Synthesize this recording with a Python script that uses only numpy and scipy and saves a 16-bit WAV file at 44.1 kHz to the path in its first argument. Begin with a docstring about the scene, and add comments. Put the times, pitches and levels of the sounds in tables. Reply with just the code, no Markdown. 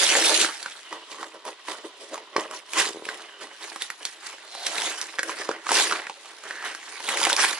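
"""A long rip of cardboard is heard first: hands tear open a box on a table, close to a small stereo camera.
Random fibre breaks crackle through the rips and the fingernail's picks, and shake the lid and hollow box.
Glue cracks and crease pops are decaying, phase-wandering tones with noise; knocks are struck panel modes;
faint narrow bands of noise swell and fade. Evenly decaying noise gives the furnished room's answer,
and shaped noise its faint background hush."""
import sys
import numpy as np
from scipy import signal
from scipy.fft import rfft, irfft, next_fast_len
from scipy.io import wavfile
from scipy.ndimage import uniform_filter1d, map_coordinates

SR = 44100
rng = np.random.default_rng(int(sys.argv[2]) if len(sys.argv) > 2 else 0)


def generate_wav(sig):
    """Save sig (samples, or channels by samples) to the path in sys.argv[1] as 16-bit PCM at SR."""
    pcm = np.round(np.clip(np.atleast_2d(sig).T, -1, 1) * 32767).astype(np.int16)
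    wavfile.write(sys.argv[1], SR, pcm)


N = 334719

# spectrum of the background hush: f/Hz, level/dB
HUSH_SPECTRUM = [(160, -40), (310, -13), (760, -5), (2400, 0), (3600, 4.5), (11200, -25)]
# decay of the room, equally fast at all frequencies: f/Hz, time to fall by 60 dB/s
ROOM_DECAY = [(200, 0.12), (10000, 0.12)]
# coherence of diffuse sound: f/Hz, left-right likeness [0-1]
PORT_LIKENESS = [(300, 1), (1500, 0.19), (6000, 0.11)]
# level of the right port over the left: f/Hz, level difference/dB
RIGHT_OVER_LEFT = [(250, -1.5), (1200, 3), (10000, 2.5)]
# faint narrow bands of noise that swell and fade: start t/s, length/s, f/Hz, bandwidth/Hz, level/dB
NOISE_BANDS = [(0.806, 0.26, 2900, 200, -50.5), (3.145, 0.47, 2960, 150, -52.5),
               (4.482, 0.26, 4100, 400, -42), (4.495, 0.5, 710, 130, -44), (6.417, 0.37, 1670, 330, -39.5)]
# resonances of a panel pushed by the fingers: f/Hz, bandwidth/Hz, level/dB
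PANEL_MODES = [(400, 114, 1.5), (1000, 450, -4.5)]
# low knocks of buckling panels: t/s, peak level/dB
PANEL_KNOCKS = [(2.361, -14), (2.381, -12.5), (2.868, -26.5), (2.891, -26.5), (2.906, -26.5),
                (2.946, -28.5), (2.958, -27), (2.97, -25), (2.996, -31), (3.022, -26.5), (3.066, -27.5),
                (5.399, -27), (5.491, -13), (5.509, -27)]
# resonances of the panels and air of the box: f/Hz, bandwidth/Hz, level/dB
BOX_MODES = [(321.6, 86, -2), (410, 58, 3.5), (486, 123, 0), (625, 117, -1)]
# bright cracks of glue and fibre bundles: t/s, peak level/dB, board f/Hz
GLUE_CRACKS = [(0.226, -18, 3250), (0.413, -2, 2810), (0.628, -16.5, 4880), (1.452, -21.5, 1000),
               (2.143, -17, 1035), (2.408, -22, 7100), (2.511, -19.5, 1116), (2.734, -12.5, 2600),
               (2.8, -4, 2610), (3.053, -20.5, 2770), (3.76, -18.5, 1015), (3.821, -10.5, 3520),
               (3.902, -15, 1860), (4.052, -10.5, 4105), (4.55, -19, 800), (4.667, -12, 4140),
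               (4.746, -18.5, 1350), (4.782, -9.5, 2420), (4.819, -10.5, 2990), (5.014, -12, 5230),
               (5.231, -10, 1994), (5.717, -4.5, 943), (6.257, -28, 1160), (6.437, -26, 1520),
               (6.749, -17.5, 1690), (7.003, -22, 900), (7.089, -8.5, 1980), (7.172, -7.5, 1950),
               (7.202, -8, 2830), (7.215, -9, 1010), (7.23, -7.5, 3340), (7.238, -7, 2100),
               (7.251, -3.5, 2850), (7.299, -4, 1520), (7.329, -3, 3710), (7.365, -6.5, 4920),
               (7.43, -8, 1573), (7.437, -8, 1910), (7.51, -15, 4000), (7.53, -15.5, 1932)]
# duller pops of creases: t/s, peak level/dB, board f/Hz
CREASE_POPS = [(0.066, -9, 3560), (0.152, -8.5, 1810), (0.446, -10, 1765), (0.66, -18, 1275),
               (0.927, -17.5, 1045), (1.229, -23, 1004), (1.465, -27, 1030), (1.487, -22.5, 994),
               (1.684, -18.5, 960), (2.156, -25, 1100), (2.168, -31, 1000), (2.178, -23, 844),
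               (2.364, -4.5, 1035), (3.088, -16.5, 1570), (4.764, -24, 1980), (5.186, -13.5, 2046),
               (5.192, -9, 1693), (5.294, -17, 985), (5.49, -13.5, 1035), (5.513, -18.5, 1560),
               (5.667, -18.5, 1260), (5.691, -10.5, 1200), (5.708, -13, 1190), (5.911, -10.5, 1300),
               (5.923, -9, 1104), (6.068, -21, 1700), (6.097, -17.5, 874), (6.508, -19.5, 1830),
               (7.268, -9.5, 823)]
# resonances of the lid lying on the box: f/Hz, bandwidth/Hz, level/dB
LID_MODES = [(1020, 156, 3), (1942, 120, -2.5), (3020, 130, -5)]
# resonances of the lid pulled loose: f/Hz, bandwidth/Hz, level/dB
FLAP_MODES = [(857, 167, -0.5), (1710, 610, 0), (2930, 1900, -10)]
# how much of the lid hangs loose: t/s, share [0-1]
LOOSE_SHARE = [(.8, 1), (.9, 0), (2.6, 0.13), (3.6, 0.9)]
# spectrum of breaking fibres: f/Hz, level/dB
FIBRE_SPECTRUM = [(1200, -14), (2200, -3), (3600, 0), (10400, -6), (11500, -9)]
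# the hands never lie quite still: level/dB of the fibres, the shaken lid, the hollow box
RESTING_LEVELS = (-64.5, -55, -59)
# short picks and rubs at the torn edge: peak t/s, fall/s, fibre level/dB, lid level/dB, box level/dB
EDGE_PICKS = [(0.464, 0.089, -31, -31, -39), (.51, 0.78, -40.5, -41, -58),
              (0.937, 0.095, -45.5, -34.5, -32.5), (1.117, 0.16, -44, -44, -42.5),
              (1.213, 0.2, -44.5, -41, -42.5), (1.346, 0.045, -53, -40, -39.5),
              (1.476, 0.1, -43, -40.5, -37), (1.699, 0.17, -39.5, -36.5, -38.5),
              (1.854, 0.078, -46, -44, -38), (2.02, 0.27, -47, -54.5, -45), (2.134, 0.13, -44, -44, -34),
              (2.395, 0.19, -45, -35, -32.5), (2.545, 0.12, -40.5, -39.5, -42),
              (3.102, 0.46, -44.5, -44, -47.5), (3.424, 0.13, -45, -41.5, -38.5),
              (3.65, 0.54, -43.5, -45, -51), (3.826, 0.19, -39.5, -41.5, -67),
              (4.06, 0.29, -43.5, -46, -62), (4.264, 0.2, -40.5, -39.5, -52), (4.667, 0.059, -29, -32, -42),
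              (5.289, 0.22, -38.5, -36.5, -35), (5.406, 0.28, -39.5, -38.5, -45),
              (5.51, 0.21, -64, -39, -38), (5.929, 0.23, -59, -29.5, -36), (6.268, 0.8, -50, -51, -57),
              (6.499, 0.53, -48.5, -45.5, -46.5), (6.658, 0.16, -37.5, -31.5, -40.5),
              (6.9, 1, -45.5, -44.5, -55)]
# long pulls: full pull reached t/s, rise/s, hold/s, fall/s, fibre level/dB, lid level/dB, box level/dB
LONG_RIPS = [(0, .01, 0.446, 0.03, -24, -29.5, -32.5), (2.79, 0.1, 0.0035, 0.17, -22.5, -25, -32),
             (4.8, 0.5, 0.07, 0.5, -34, -35, -42), (5.735, 0.1, 0.082, 0.24, -24, -26, -32.5),
             (7.09, 0.15, 0.066, 0.24, -34, -34, -40), (7.22, 0.15, 0.1, 0.13, -32, -32, -40),
             (7.395, 0.052, 0.051, 0.22, -24.5, -24, -36)]


def amp(db):
    """Definition of level: amplitude is 10 to the power dB/20."""
    return 10 ** (np.asarray(db) / 20)


def unit(x):
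    """Normalization: scale to a root-mean-square value of one."""
    return x / np.sqrt(np.mean(x ** 2) + 1e-20)


def along(points, hz):
    """Interpolation of (f, value) points on a logarithmic frequency axis."""
    f, value = np.transpose(points)
    return np.interp(np.log(hz + 1), np.log(f + 1), value)


def wobble(rate):
    """Band-limited fluctuation: a smooth random curve with rate knots a second."""
    knots = rng.standard_normal(int(N * rate / SR) + 4)
    return map_coordinates(knots, [np.arange(N) * rate / SR])


def filtered(x, response):
    """Linear filtering: the spectrum is multiplied by a complex frequency response."""
    m = next_fast_len(N + SR // 2)
    return irfft(rfft(x, m) * response(np.fft.rfftfreq(m, 1 / SR)), m)[..., :N]


def modes(table):
    """Modal superposition: damped resonances of alternating sign add to a causal response."""
    def response(f):
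        total = 0
        for k, (centre, width, db) in enumerate(table):
            resonance = 1j * f * width / (centre ** 2 - f ** 2 + 1j * f * width)
            total = total + (-1) ** k * amp(db) * resonance
        return total
    return response


def diffuse(pair):
    """Spatial coherence: unrelated signals are mixed so that both ports share the bass."""
    def mix(hz):
        angle = np.arccos(np.clip(along(PORT_LIKENESS, hz), -1, 1)) / 2
        return np.array([np.cos(angle), np.sin(angle)])
    mid, side = filtered(pair, mix)
    return np.array([mid + side, mid - side])


def slips(per_s, spread_db, clump_db, clumps_per_s, bed):
    """Intermittent impulses: clumped random breaks of unequal size over a bed of tiny ones."""
    happens = rng.random(N) < per_s / SR
    sizes = amp(spread_db * rng.standard_normal(N).clip(-2, 2))
    breaks = unit(happens * rng.standard_normal(N) * sizes)
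    return amp(clump_db * wobble(clumps_per_s)) * (breaks + bed * rng.standard_normal(N))


def shifting(x, patchy_db):
    """Time-varying resonance: loose flaps change shape, so the colour shifts in short patches."""
    z = signal.stft(x, nperseg=256)[2]
    field = uniform_filter1d(rng.standard_normal(z.shape), size=4, axis=-2)  # across frequency
    field = uniform_filter1d(field, size=14, axis=-1)  # across time
    return signal.istft(z * amp(patchy_db * unit(field)), nperseg=256)[1][..., :N]


def hush():
    """Ambient noise: a shaped, diffuse spectrum whose level sways slowly."""
    level_db, sway_db = -54, 2
    noise = filtered(rng.standard_normal((2, N)), lambda hz: amp(along(HUSH_SPECTRUM, hz)))
    return amp(level_db + sway_db * wobble(4.36)) * unit(diffuse(noise))


def room(x):
    """Reverberation: convolution with noise that dies away equally fast, in 0.12 s, at all frequencies."""
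    hz, t, z = signal.stft(rng.standard_normal((2, SR // 2)), SR, nperseg=256)
    decay = amp(-60 * t / along(ROOM_DECAY, hz)[:, None])
    tail = signal.istft(z * decay, SR, nperseg=256)[1]
    delayed = np.pad(x, (200, 0))[None]  # samples before the answer begins
    answer = signal.fftconvolve(delayed, tail / np.linalg.norm(tail[0]), axes=1)
    return diffuse(answer[:, :N])


def ports(x, lag_s):
    """Level and time differences: the box lies to the right; that port is nearer and less shaded."""
    side = np.array([[-.5], [.5]])

    def response(hz):
        level = amp(side * along(RIGHT_OVER_LEFT, hz))
        return level * np.exp(2j * np.pi * hz * lag_s * side)
    return filtered(x, response)


def noise_bands():
    """Resonant filtering of noise: faint, narrow, uneven bands swell and fade."""
    t, out = np.arange(N) / SR, np.zeros(N)
    for start, length, hz, width, db in NOISE_BANDS:
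        uneven = slips(1500, spread_db=6, clump_db=1.5, clumps_per_s=30, bed=3.1)
        band = unit(filtered(uneven, modes([(hz, width, 0)])))
        progress = ((t - start) / length).clip(0, 1)
        swell = np.sqrt(np.sin(np.pi * progress).clip(0))
        out += amp(db) * swell * band
    return out


def knocks():
    """Impulse response: a short soft push bends the panel once and it rings for a few cycles."""
    push_s = .0005  # time to the push's peak
    blows, t = np.zeros(N), np.arange(SR // 10) / SR
    s, db = np.transpose(PANEL_KNOCKS)
    blows[np.round(s * SR).astype(int)] = amp(db)
    push = np.pad(t * np.exp(-t / push_s), (0, N - len(t)))
    thud = filtered(push, modes(PANEL_MODES))[:SR // 4]
    return signal.fftconvolve(blows, thud / np.abs(thud).max())[:N]


def effort():
    """Energy addition: strokes rise and fall exponentially and their powers add (fibres, lid, box)."""
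    swing_db = 30  # gained over each rise, lost over each fall
    pick_rise = 0.51  # as a share of the fall
    t = np.arange(N) / SR
    power = np.ones((3, N)) * amp(RESTING_LEVELS)[:, None] ** 2
    picks = [(s, pick_rise * fall, 0, fall, *levels) for s, fall, *levels in EDGE_PICKS]
    for s, rise, hold, fall, *levels in LONG_RIPS + picks:
        near = slice(max(0, round((s - 1) * SR)), round((s + 2) * SR))
        before = (s - t[near]) / rise
        after = (t[near] - s - hold) / fall
        away = np.maximum(before, after).clip(0)
        power[:, near] += amp(levels)[:, None] ** 2 * amp(-2 * swing_db * away)
    return np.sqrt(power)


def grains():
    """Random emission: small pops (t/s, peak/dB, f/Hz) follow the lid's shaking as the flap bends."""
    count, above_lid_db, spread_db = 420, 7.5, 5
    middle_hz, roam = 1800, 0.456  # roam in natural-log frequency
    when, size = rng.random(count), rng.standard_normal(count).clip(-2, 2)
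    at = (when * N).astype(int)
    db = 20 * np.log10(effort()[1][at]) + above_lid_db + spread_db * size
    pitch = middle_hz * np.exp(roam * wobble(25)[at])
    return list(zip(at / SR, db, pitch))


def snaps():
    """Sudden stress release: a sharp crack and a few rough, damped cycles of the freed board."""
    crack_noise_db, pop_noise_db = 0, -16  # noise of the break against the ring of the board
    out, t = np.zeros(N + SR), np.arange(SR // 20) / SR
    events = [(*row, crack_noise_db) for row in GLUE_CRACKS]
    events += [(*row, pop_noise_db) for row in CREASE_POPS + grains()]
    for s, db, hz, noise_db in events:
        draw = rng.standard_normal((3, len(t)))
        drift = 0.22 * np.cumsum(draw[0]) * np.sqrt(hz / 2000)  # the board is lossy, its phase wanders
        rattle = uniform_filter1d(draw[1], size=4) - uniform_filter1d(draw[1], size=30)
        life = 0.013 + 11 / hz  # s to fall by 60 dB: larger, lower boards ring longer
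        board = (np.sin(2 * np.pi * hz * t + drift) + 0.65 * rattle) * amp(-60 * t / life)
        bright = draw[2] - uniform_filter1d(draw[2], size=8)
        crack = bright * amp(noise_db - 60 * t / 0.014)
        snap = (board + crack) * (1 - np.exp(-t / 0.00025))
        out[round(s * SR):][:len(t)] += amp(db) * snap / np.abs(snap).max()
    struck = out[:N]
    return struck + filtered(struck, modes(BOX_MODES))  # every snap knocks the hollow box


def handling():
    """Forced vibration: fibres crackle along the tear; jerks of the same effort shake lid and box."""
    t = np.arange(N) / SR
    fibre_level, lid_level, box_level = effort()

    # one crackle common to both ports, then one for each port
    crackle = np.array([slips(1000, spread_db=5.0, clump_db=3.0, clumps_per_s=130, bed=1.0)
                        for spot in range(3)])
    coloured = filtered(shifting(crackle, patchy_db=4.0), lambda hz: amp(along(FIBRE_SPECTRUM, hz)))
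    fibres = fibre_level * unit(coloured)

    jerks = slips(900, spread_db=2.5, clump_db=2.2, clumps_per_s=70, bed=1.2)
    heard = np.array([jerks, jerks])  # each port faces another part of the lid
    closed = unit(filtered(shifting(heard, patchy_db=1), modes(LID_MODES)))
    opened = unit(filtered(shifting(heard, patchy_db=3.5), modes(FLAP_MODES)))
    loose = np.interp(t, *np.transpose(LOOSE_SHARE)).clip(0, 1)
    lid = lid_level * (np.sqrt(1 - loose) * closed + np.sqrt(loose) * opened)

    def box_response(hz):
        return modes(BOX_MODES)(hz) / (1 + 1j * hz / 800)  # heavy panels miss the fastest jerks
    hollow = box_level * unit(filtered(shifting(jerks, patchy_db=1.7), box_response))
    return fibres[0] + lid + hollow, fibres[1:]


def scene():
    """Superposition: direct sources and the room's answer reach the ports, over the hush."""
    near, scattered = handling()  # the tear is a line: part of its crackle differs between ports
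    near = near + snaps() + knocks() + noise_bands()
    answer = room(near.mean(axis=0))
    return ports(near + amp(2.0) * scattered + amp(-9.0) * answer, lag_s=4e-5) + hush()


def record(dry):
    """Saturation and band limiting: peaks are rounded, bass is lost, the top is cut off."""
    top_hz, bass_hz = 11150, 190
    rounded = 0.93 * np.tanh(dry / 0.87)
    return filtered(rounded, lambda hz: (1j * hz / (1j * hz + bass_hz)) ** 3 * (hz < top_hz))


dry = scene()
out = record(dry)
generate_wav(out)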